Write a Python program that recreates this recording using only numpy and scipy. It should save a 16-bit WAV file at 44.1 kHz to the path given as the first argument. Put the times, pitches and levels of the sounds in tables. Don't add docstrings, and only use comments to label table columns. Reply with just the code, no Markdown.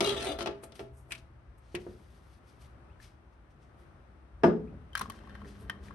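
import sys
import numpy as np
from scipy import signal
from scipy.fft import rfft, irfft
from scipy.io import wavfile
from scipy.ndimage import uniform_filter1d

SR = 44100
rng = np.random.default_rng(int(sys.argv[2]) if len(sys.argv) > 2 else 0)


def undo_db(level):
    steps = np.asarray(level, float) / 20
    return 10 ** steps


def wrap_up_sound(samples):
    columns = np.atleast_2d(samples).T
    tamed = np.clip(columns, -1, 1)
    steps = np.round(tamed * 32767).astype(np.int16)
    wavfile.write(sys.argv[1], SR, steps)


N = 261954


def curve(table):
    return np.interp(np.arange(N) / SR, *np.transpose(table))


def colour(x, points):
    hz, db = np.transpose(points)
    f = np.fft.rfftfreq(N, 1 / SR) + 1
    gain = undo_db(np.interp(np.log(f), np.log(hz), db))
    return irfft(rfft(x) * gain, N)


def band(x, lo_hz, hi_hz):
    y = signal.sosfilt(signal.butter(2, [lo_hz, hi_hz], "band", fs=SR, output="sos"), x)
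    return y / np.sqrt(np.mean(y ** 2))


def cut_top(x):
    return signal.sosfilt(signal.butter(8, 12400, fs=SR, output="sos"), x)


def walk(rate):
    hold = int(SR / rate)
    steps = np.repeat(rng.standard_normal(N // hold + 1), hold)
    return 1.6 * uniform_filter1d(steps, hold)[:N]


def grit(share, spread_db):
    biggest = 3
    size = undo_db(spread_db * np.minimum(rng.exponential(size=N), biggest))
    slips = (rng.random(N) < share) * size * rng.standard_normal(N)
    return slips + 0.37 * np.std(slips) * rng.standard_normal((2, N))


def swells(rows, bright=0, linger=1):
    rise_share = 0.44
    grid_s, power = np.arange(0, N / SR + .001, .001), 0
    for s, hold, fade, db, *shine in rows:
        fade = max(fade, .005) * linger
        before = np.maximum((s - grid_s) / (rise_share * fade), 0)
        after = np.maximum((grid_s - s - hold) / fade, 0)
        power = power + undo_db(2 * (db + bright * sum(shine) - 20 * (before + after)))
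    return np.interp(np.arange(N) / SR, grid_s, np.sqrt(power))


def ring(modes, blur, scatter_db=0, *spots_hz, rise_s=.00069):
    hz, width, db = np.transpose(modes)[:, :, None, None]
    t = np.arange(int(SR * min(1.5, max(2 / width.min(), .25)))) / SR
    db = db + scatter_db * rng.standard_normal(db.shape)
    for spot_hz in spots_hz:
        db = db + 13.8 * np.exp(-(np.log(hz / spot_hz) / 0.089) ** 2)
    turn = rng.uniform(-1, 1, (len(hz), 1, 1)) * np.clip(hz / 600, 0, 1.6) * np.array([[.5], [-.5]])
    decay = np.exp(-np.pi * width * t)
    tones = undo_db(db) * np.sqrt(width) * decay * np.sin(2 * np.pi * hz * t + turn)
    out = tones.sum(0) / np.sqrt(np.sum(undo_db(2 * db) * width))
    for mid_hz, blur_db, t60 in blur:
        octave = band(rng.standard_normal((2, len(t))), mid_hz / np.sqrt(2), mid_hz * np.sqrt(2))
        out = out + undo_db(blur_db) * octave * np.exp(-np.log(1000) * t / t60)
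    return out * np.minimum(t / rise_s, 1)


def unit(response):
    return response / np.sqrt(np.mean(np.sum(response ** 2, 1)))


def strike(blows, modes, blur, scatter_db, **rise):
    out = np.zeros((2, N + 2 * SR))
    for s, db, ms, *spots_hz in blows:
        u = np.arange(1, SR // 100) / (max(ms, .005) * SR / 1000)
        push = u * np.exp(-u)
        sound = signal.fftconvolve(ring(modes, blur, scatter_db, *spots_hz, **rise), push[None])
        i = int(s * SR)
        out[:, i:i + sound.shape[1]] += undo_db(db) * sound / abs(sound[0]).max()
    return out[:, :N]


def rub(force, response):
    return signal.fftconvolve(force, response, axes=1)[:, :N]


# frequency in Hz, relative density in dB per Hz.
AIR = [(15, -63), (25, -29.5), (41, -10), (69, -4.5), (90, -14), (125, -15.5), (160, -21), (257, -24),
       (285, -28), (333, -23), (481, -33.5), (520, -29), (1050, -31.5), (1230, -30.5), (4560, -55),
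       (9250, -63), (13000, -70)]
# time in seconds, level in dB.
AIR_LEVEL = [(0, -44.5), (1, -53), (2, -52), (3, -52), (4.1, -52.5), (4.8, -48.5), (5.94, -46.5)]


def air():
    tone = colour(rng.standard_normal((2, N)), AIR)
    low = signal.sosfilt(signal.butter(2, 140, fs=SR, output="sos"), tone)
    tone = low * undo_db(1.5 * walk(7)) + (tone - low) * undo_db(.7 * walk(4))
    return undo_db(curve(AIR_LEVEL)) * tone / np.std(tone)


# start in seconds, length in seconds, first pitch in Hz, last pitch in Hz, level in dB.
CHIRPS = [(2.895, .045, 2350, 3450, -70), (4.672, 0.04, 2400, 2960, -64)]


def chirps():
    wobble_hz, flutter_db = 70, 4
    out = np.zeros(N)
    for s, length, from_hz, to_hz, db in CHIRPS:
        u = np.arange(int(length * SR)) / (length * SR)
        wobble, flutter = walk(300)[:len(u)], walk(195)[:len(u)]
        pitch = from_hz + (to_hz - from_hz) * u ** 0.98 + wobble_hz * wobble
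        phase = 2 * np.pi * np.cumsum(pitch) / SR
        tone = np.sin(phase) + 0.067 * np.sin(2 * phase)
        out[int(s * SR):][:len(u)] += undo_db(db + flutter_db * flutter) * np.sin(np.pi * u ** 0.4) * tone
    return out


# time of full level in seconds, hold in seconds,
# time to fade 20 dB in seconds (5 ms at least), level in dB, brightness in dB.
RUSTLES = [(.64, 0.0024, 0.031, -56, 6), (.755, 0.0087, 0.03, -55.5, -3), (.798, .002, 0.072, -58, -6),
           (.958, 0.022, 0.082, -82, 14.5), (1.118, .004, 0.066, -64, 7.5),
           (1.182, 0.0024, 0.028, -58, -10), (1.584, 0.0017, 0.025, -80, 10), (1.73, .03, 0.3, -68.5, -11),
           (1.8, .57, .06, -74, -4), (2.48, 0.028, 0.13, -69, -5), (2.62, 0.0019, 0.08, -62, -3),
           (3.03, .01, 0.074, -56.5, -7), (3.33, .002, 0.042, -77.5, -6.5), (3.51, .002, 0.043, -71.5, -7),
           (3.63, .002, 0.075, -71, -22), (3.79, .002, .12, -77, -1), (4.38, .03, 0.055, -86, -17.5),
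           (5.025, .002, 0.067, -54.5, -11), (5.116, 0.079, 0.14, -71, -10), (5.35, .002, .15, -85, -9),
           (5.48, 0.038, 0.14, -64, -7), (5.6, 0.026, 0.073, -71, 2), (5.71, .002, .03, -72, -12),
           (5.838, 0.028, 0.063, -63.5, -8)]


def rustle():
    fibres = grit(.3, 1.8) * undo_db(1.5 * walk(40))
    body, sheen = band(fibres, 1500, 7300), band(fibres, 5800, 13600)
    return cut_top(1.24 * swells(RUSTLES) * body + undo_db(0.5) * swells(RUSTLES, 0.97) * sheen)


# frequency in Hz, width in Hz, level in dB.
BASIN = [(124.8, 0.97, -3.5), (205, 14, -14), (298.4, 11.4, -11), (352.7, 5.2, -12.5), (385, 24.3, -5.5),
         (402.8, 5.5, -4), (452, 9.6, -10), (515, 17, -10.5), (557.4, 11, -11), (624, 24, -10),
         (660, 6, -3.5), (790, 9, -14.5), (854, 12, -9.5), (1002, 19, -16), (1172, 17, -12.5),
         (1234, 30, -9.5), (1258, 26, -17), (1346, 15, -9), (2060, 18, -27), (2550, 97, -3.5),
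         (2838, 34.2, -7.5), (3515, 50, -13), (3280, 42, -11), (3370, 60, -7), (3085, 60, -9),
         (2300, 60, -12.5), (3670, 30, -18.5), (3940, 19, -14.5), (4330, 100, -8.5), (4850, 57, -6)]
# octave centre in Hz, level in dB, T60 in seconds.
BASIN_BLUR = [(296, -17, 0.3), (594, -10, 0.1), (1190, -13.5, 0.041), (2400, -5.5, 0.061),
              (4630, 1.5, 0.04), (8750, -3, 0.031), (14530, -82, .02)]
# start in seconds, peak in dB, contact in ms,
# and in some rows the pitch in Hz favoured by the spot that is hit.
BASIN_TAPS = [(.0060, -13.5, .03), (.0115, -21, .3, 395), (.0423, -28, .03), (.0623, -25, .025),
              (.0765, -29, .03), (.0945, -28, .03), (.1635, -37, .04), (.2234, -31, .04),
              (.3878, -28.5, .05), (.4065, -25, .07), (.4255, -31, .016), (.4592, -22.5, .07),
              (.4720, -22, .08), (.5115, -38, .09, 400), (.6342, -36, .11), (.7205, -43, .03),
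              (.7545, -46, .04), (.7932, -31.5, .11), (.8035, -37, .13, 400), (1.087, -48, .4),
              (1.113, -46, .25, 700)]
# time of full level in seconds, hold in seconds,
# time to fade 20 dB in seconds (5 ms at least), level in dB, brightness in dB.
STROKES = [(.02, 0.0059, -0.03, -28.5, -5), (.042, 0.059, 0.09, -32, 4), (.165, 0.074, 0.08, -37, 1.5),
           (.228, 0.095, 0.03, -35, 0.5), (.385, 0.036, 0, -37.5, -2.5), (.465, 0.0052, -0.1, -47, 10)]


def basin():
    slips = grit(0.07, 3.46) * undo_db(1.2 * walk(200))
    pressure = undo_db(-9.0) * swells(STROKES, linger=1.92) * band(slips, 240, 1830)
    chatter = undo_db(-9) * swells(STROKES, 0.98) * band(slips, 2500, 3980)
    hiss = undo_db(-9) * swells(STROKES, 0.29) * band(slips, 4830, 12400)
    force = cut_top(pressure + chatter + hiss)
    blur = [(hz, db + 0.5, 0.5 * t60) for hz, db, t60 in BASIN_BLUR]
    out = strike(BASIN_TAPS, BASIN, BASIN_BLUR, 2.64)
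    travel_s = .6
    stretch = 2048
    for i in range(0, int(travel_s * SR), stretch):
        patch = force[:, i:i + 2 * stretch] * np.hanning(2 * stretch) ** .5
        sound = rub(patch, unit(ring(BASIN, blur, 3.5)))
        out[:, i:i + sound.shape[1]] += sound
    return out


# frequency in Hz, width in Hz, level in dB.
SPOON = [(1350, 24, -8), (1750, 72, -7), (2050, 103, 2), (2316, 57, 6), (2500, 89, 9), (2630, 53, 5.5),
         (2810, 100, 4.5), (3005, 110, 4), (3780, 50, -6), (4530, 60, -12), (7680, 85, 14), (8950, 80, -6),
         (10200, 150, -0.5)]
# octave centre in Hz, level in dB, T60 in seconds.
SPOON_BLUR = [(1190, -35, 0.1), (2510, -15, 0.091), (4750, -11, 0.069), (9650, -0.5, 0.039),
              (13900, -20, 0.016)]
# start in seconds, peak in dB, contact in ms, one or two pitches in Hz favoured by the spot.
SPOON_TICKS = [(1.15, -34.5, 0.1, 2500), (1.12, -25.5, 0.053, 2450), (1.12, -32.5, 0.1, 2800),
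               (1.1078, -37, 0.4, 2600), (1.113, -37.5, 0.2, 2550), (1.12, -39.5, 0.1, 2999),
               (1.75, -26, 0.1, 2840), (3, -47, 0.3, 1750.5, 1749.5)]


def spoon():
    return strike(SPOON_TICKS, SPOON, SPOON_BLUR, 1.1, rise_s=0.0011)


# frequency in Hz, level in dB, T60 in seconds.
TABLE = [(87.3, -16, .6), (100.7, -3, 0.27), (120.5, -13, 0.37), (160.8, -8, 0.35), (168.5, -5.5, 0.6),
         (205.6, -7.5, 0.49), (231.5, -11.5, .4), (252, -12, .2), (299, -10, 0.46), (357.8, 0, 0.18),
         (384, -3.5, 0.32), (404, -9.5, 0.35), (429, -16, 0.52), (452, -6, 0.33), (470.6, -0.5, 0.084),
         (548, -5, 0.19), (660, -4, 0.083), (741, -14, .22), (845, -10, 0.07), (1000, -12, 0.079),
         (1185, -10, 0.14), (1296, -13, .1), (1680, -12, 0.13), (2140, -12.5, .1)]
# octave centre in Hz, level in dB, T60 in seconds.
TABLE_BLUR = [(190, -23.5, 0.72), (373, -18.5, 0.48), (600, -3, 0.064), (1200, -2.5, 0.077),
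              (2400, -11.5, 0.1), (4730, -22.5, 0.23), (7900, -22, 0.15)]
# start in seconds, peak in dB, contact in ms, pitch in Hz favoured by the spot.
DULL_KNOCKS = [(1.7445, -27, 0.23, 345), (1.8655, -29, 0.24, 339), (4.423, -40.5, .15, 800),
               (4.4345, -13, 0.033, 1680), (4.437, -9, 0.13, 660), (4.441, -5, 0.29, 374.4),
               (4.458, -16.5, 0.26, 390), (4.481, -22.5, 0.32, 388), (4.495, -21, 0.28, 452)]
# frequency in Hz, width in Hz, level in dB.
GLASS = [(4950, 30, -8), (5040, 12, -7), (5110, 12, -4), (5170, 11, -5), (5200, 12, -6.5), (5340, 25, -8)]
# start in seconds, peak in dB, contact in ms.
GLASS_TICKS = [(4.4345, -37, .02)]


def glass_knocks():
    wood = [(hz, np.log(1000) / (np.pi * t60), db + 10 * np.log10(t60)) for hz, db, t60 in TABLE]
    return strike(DULL_KNOCKS, wood, TABLE_BLUR, 1.9) + strike(GLASS_TICKS, GLASS, [], 0.87)


# frequency in Hz, width in Hz, level in dB.
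JAR_ON_WOOD = [(99.6, 33, -8), (140, 20, -7.5), (202, 26, -5), (286, 15, -14.5), (387, 23, -13)]
# time of full level
# in seconds, hold in seconds, time to fade 20 dB in seconds (5 ms at least), level in dB.
LOW_RUMBLES = [(4.72, 0.023, 0.047, -49), (5.01, .01, 0.044, -45), (5.08, 0.021, 0.021, -49),
               (5.13, 0.18, .2, -59.5), (5.42, 0.044, 0.085, -52.5), (5.6, 0.31, 0.18, -56)]


def low_rumbles():
    rough = swells(LOW_RUMBLES) * undo_db(.8 * walk(30)) * rng.standard_normal(N)
    return rub(rough[None], undo_db(3.5) * unit(ring(JAR_ON_WOOD, [])))


# time of full level in seconds, hold in seconds,
# time to fade 20 dB in seconds, level in dB.
JAR_HUM = [(5.08, .04, 0.6, -63), (5.4, 0.34, 0.2, -52.5), (5.82, .12, 0.5, -55.5)]


def jar_hum():
    hum_hz, waver = 200.3, 0.022
    octave_db, half_db = -11.5, -6.5
    phase = 2 * np.pi * np.cumsum(hum_hz * (1 + waver * walk(7.2))) / SR
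    tone = np.sin(phase) + undo_db(octave_db) * np.sin(2 * phase) + undo_db(half_db) * np.sin(.5 * phase)
    return swells(JAR_HUM) * undo_db(1.8 * walk(13)) * tone


# frequency in Hz, width in Hz, level in dB.
LID = [(850, 200, -9), (1100, 104, 2.5), (1400, 160, 2.5), (1598, 150, 5.5), (1800, 110, -0.5),
       (2400, 110, -5), (3120, 63, -4), (3540, 72, -5.5), (4100, 59, -12), (4800, 200, -14),
       (5550, 150, -13), (6000, 170, -11), (7800, 200, -26), (10580, 130, 8), (11600, 260, -18)]
# octave centre in Hz, level in dB, T60 in seconds.
LID_BLUR = [(1445, -19.5, 0.044), (2860, -22.5, 0.053), (5100, -18.5, 0.043), (8760, -15.5, 0.015),
            (14800, 1.5, 0.013)]
# start in seconds, peak in dB, contact in ms, two pitches in Hz favoured by the spot.
LID_CLICKS = [(4.9312, -44, 0.03, 3120, 3120), (4.9522, -17, 0.046, 1554, 3120),
              (4.9585, -42, .05, 1490, 3120), (4.9695, -29.5, 0.087, 1490, 1800),
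              (4.9748, -25.5, 0.02, 1500, 4100), (4.9785, -29, 0.022, 4100, 5900),
              (4.987, -45, 0.022, 2400, 7800), (4.9928, -27, 0.019, 5550, 5900),
              (4.9965, -33, .03, 4100, 1100), (5.0035, -41, .04, 1800, 4100),
              (5.0108, -21.5, 0.06, 1100, 1400), (5.0148, -21.5, 0.025, 1100, 4100),
              (5.0205, -32, 0.097, 850, 1100), (5.029, -39, .08, 1100, 1490),
              (5.038, -41, 0.088, 1100, 1800), (5.0569, -35, 0.14, 1100, 850),
              (5.0986, -28.5, 0.019, 1100, 3120), (5.102, -34, .03, 1100, 4100),
              (5.1198, -38.5, 0.022, 1800, 7800), (5.14, -45, 0.087, 1100, 1490),
              (5.189, -48, .04, 1480, 4100), (5.238, -50, 0.055, 1100, 4100),
              (5.2724, -44.5, .06, 1100, 4100), (5.295, -49.5, .08, 1490, 1800),
              (5.3279, -50, .1, 1100, 850), (5.3515, -40, 0.095, 1490, 1800),
              (5.4166, -41.5, 0.12, 1100, 1490), (5.446, -44, 0.1, 1800, 1490),
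              (5.455, -47, .08, 1800, 1490), (5.6377, -54, .1, 1100, 1100),
              (5.6969, -21.5, 0.067, 1750, 3120), (5.7144, -47, 0.11, 1800, 3540),
              (5.727, -46, 0.11, 1100, 1800), (5.7394, -49, 0.14, 1100, 1490),
              (5.756, -47.5, .12, 1100, 1100), (5.8833, -41.5, 0.056, 1800, 2400),
              (5.907, -37.5, 0.14, 1490, 1100)]
# time of full level in seconds, hold in seconds,
# time to fade 20 dB in seconds (5 ms at least), level in dB.
LID_TURNS = [(4.93, .03, -0.8, -59), (4.97, .05, -0.22, -56), (5.125, 0.29, -0.4, -63.5),
             (5.47, 0.53, 0.5, -68)]


def lid():
    creep = swells(LID_TURNS) * undo_db(2.0 * walk(73)) * band(grit(0.043, 2.6), 710, 3550)
    clicks = strike(LID_CLICKS, LID, LID_BLUR, 1.3, rise_s=0.0015)
    return clicks + rub(creep, unit(ring(LID, LID_BLUR)))


def room(source):
    t60_s, gap_s = 0.28, .004
    t = np.arange(int(.5 * SR)) / SR
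    tail = rng.standard_normal((2, len(t))) * np.exp(-np.log(1000) * t / t60_s) * (t > gap_s)
    tail = signal.lfilter([1], [1, -.6], tail)
    return rub(source, unit(tail))


def scene():
    far = basin() + glass_knocks() + low_rumbles() + jar_hum() + rustle() + chirps()
    close = lid() + spoon()
    near = far + close + undo_db(-11.5) * room(far + undo_db(-7.5) * close)
    return signal.sosfilt(signal.butter(4, 85, "high", fs=SR, output="sos"), near) + air()


def top_cut(x):
    return signal.sosfilt(signal.butter(12, 16500, fs=SR, output="sos"), x)


# frequency in Hz, weakening in dB.
RIGHT_PORT = [(60, 2), (200, 2.8), (500, 1), (1000, 5), (2000, 4), (4500, 8), (7000, 5)]
# frequency in Hz, gain in dB.
MIC = [(25, -19), (55, -1.5), (6000, 1.5), (7500, -3), (10300, 5), (11600, 1), (12400, -31), (14000, -22),
       (15500, -13)]


def record(dry):
    f = np.fft.rfftfreq(N, 1 / SR) + 1
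    left, right = rfft(dry)
    bass = 1 / (1 + (f / 450) ** 2)
    top = np.clip((f - 6000) / 3200, 0, 1)
    hz, weaker_db = np.transpose(RIGHT_PORT)
    right = bass * left + np.sqrt(1 - bass ** 2) * right
    right = right * undo_db(-np.interp(np.log(f), np.log(hz), weaker_db))
    early = np.exp(2j * np.pi * f * 3 / 10250)
    right = np.sqrt(1 - top ** 2) * right - top * left * early
    ports = irfft(np.array([left, right]), N)
    return top_cut(colour(ports, MIC))


dry = scene()
out = record(dry)
wrap_up_sound(out)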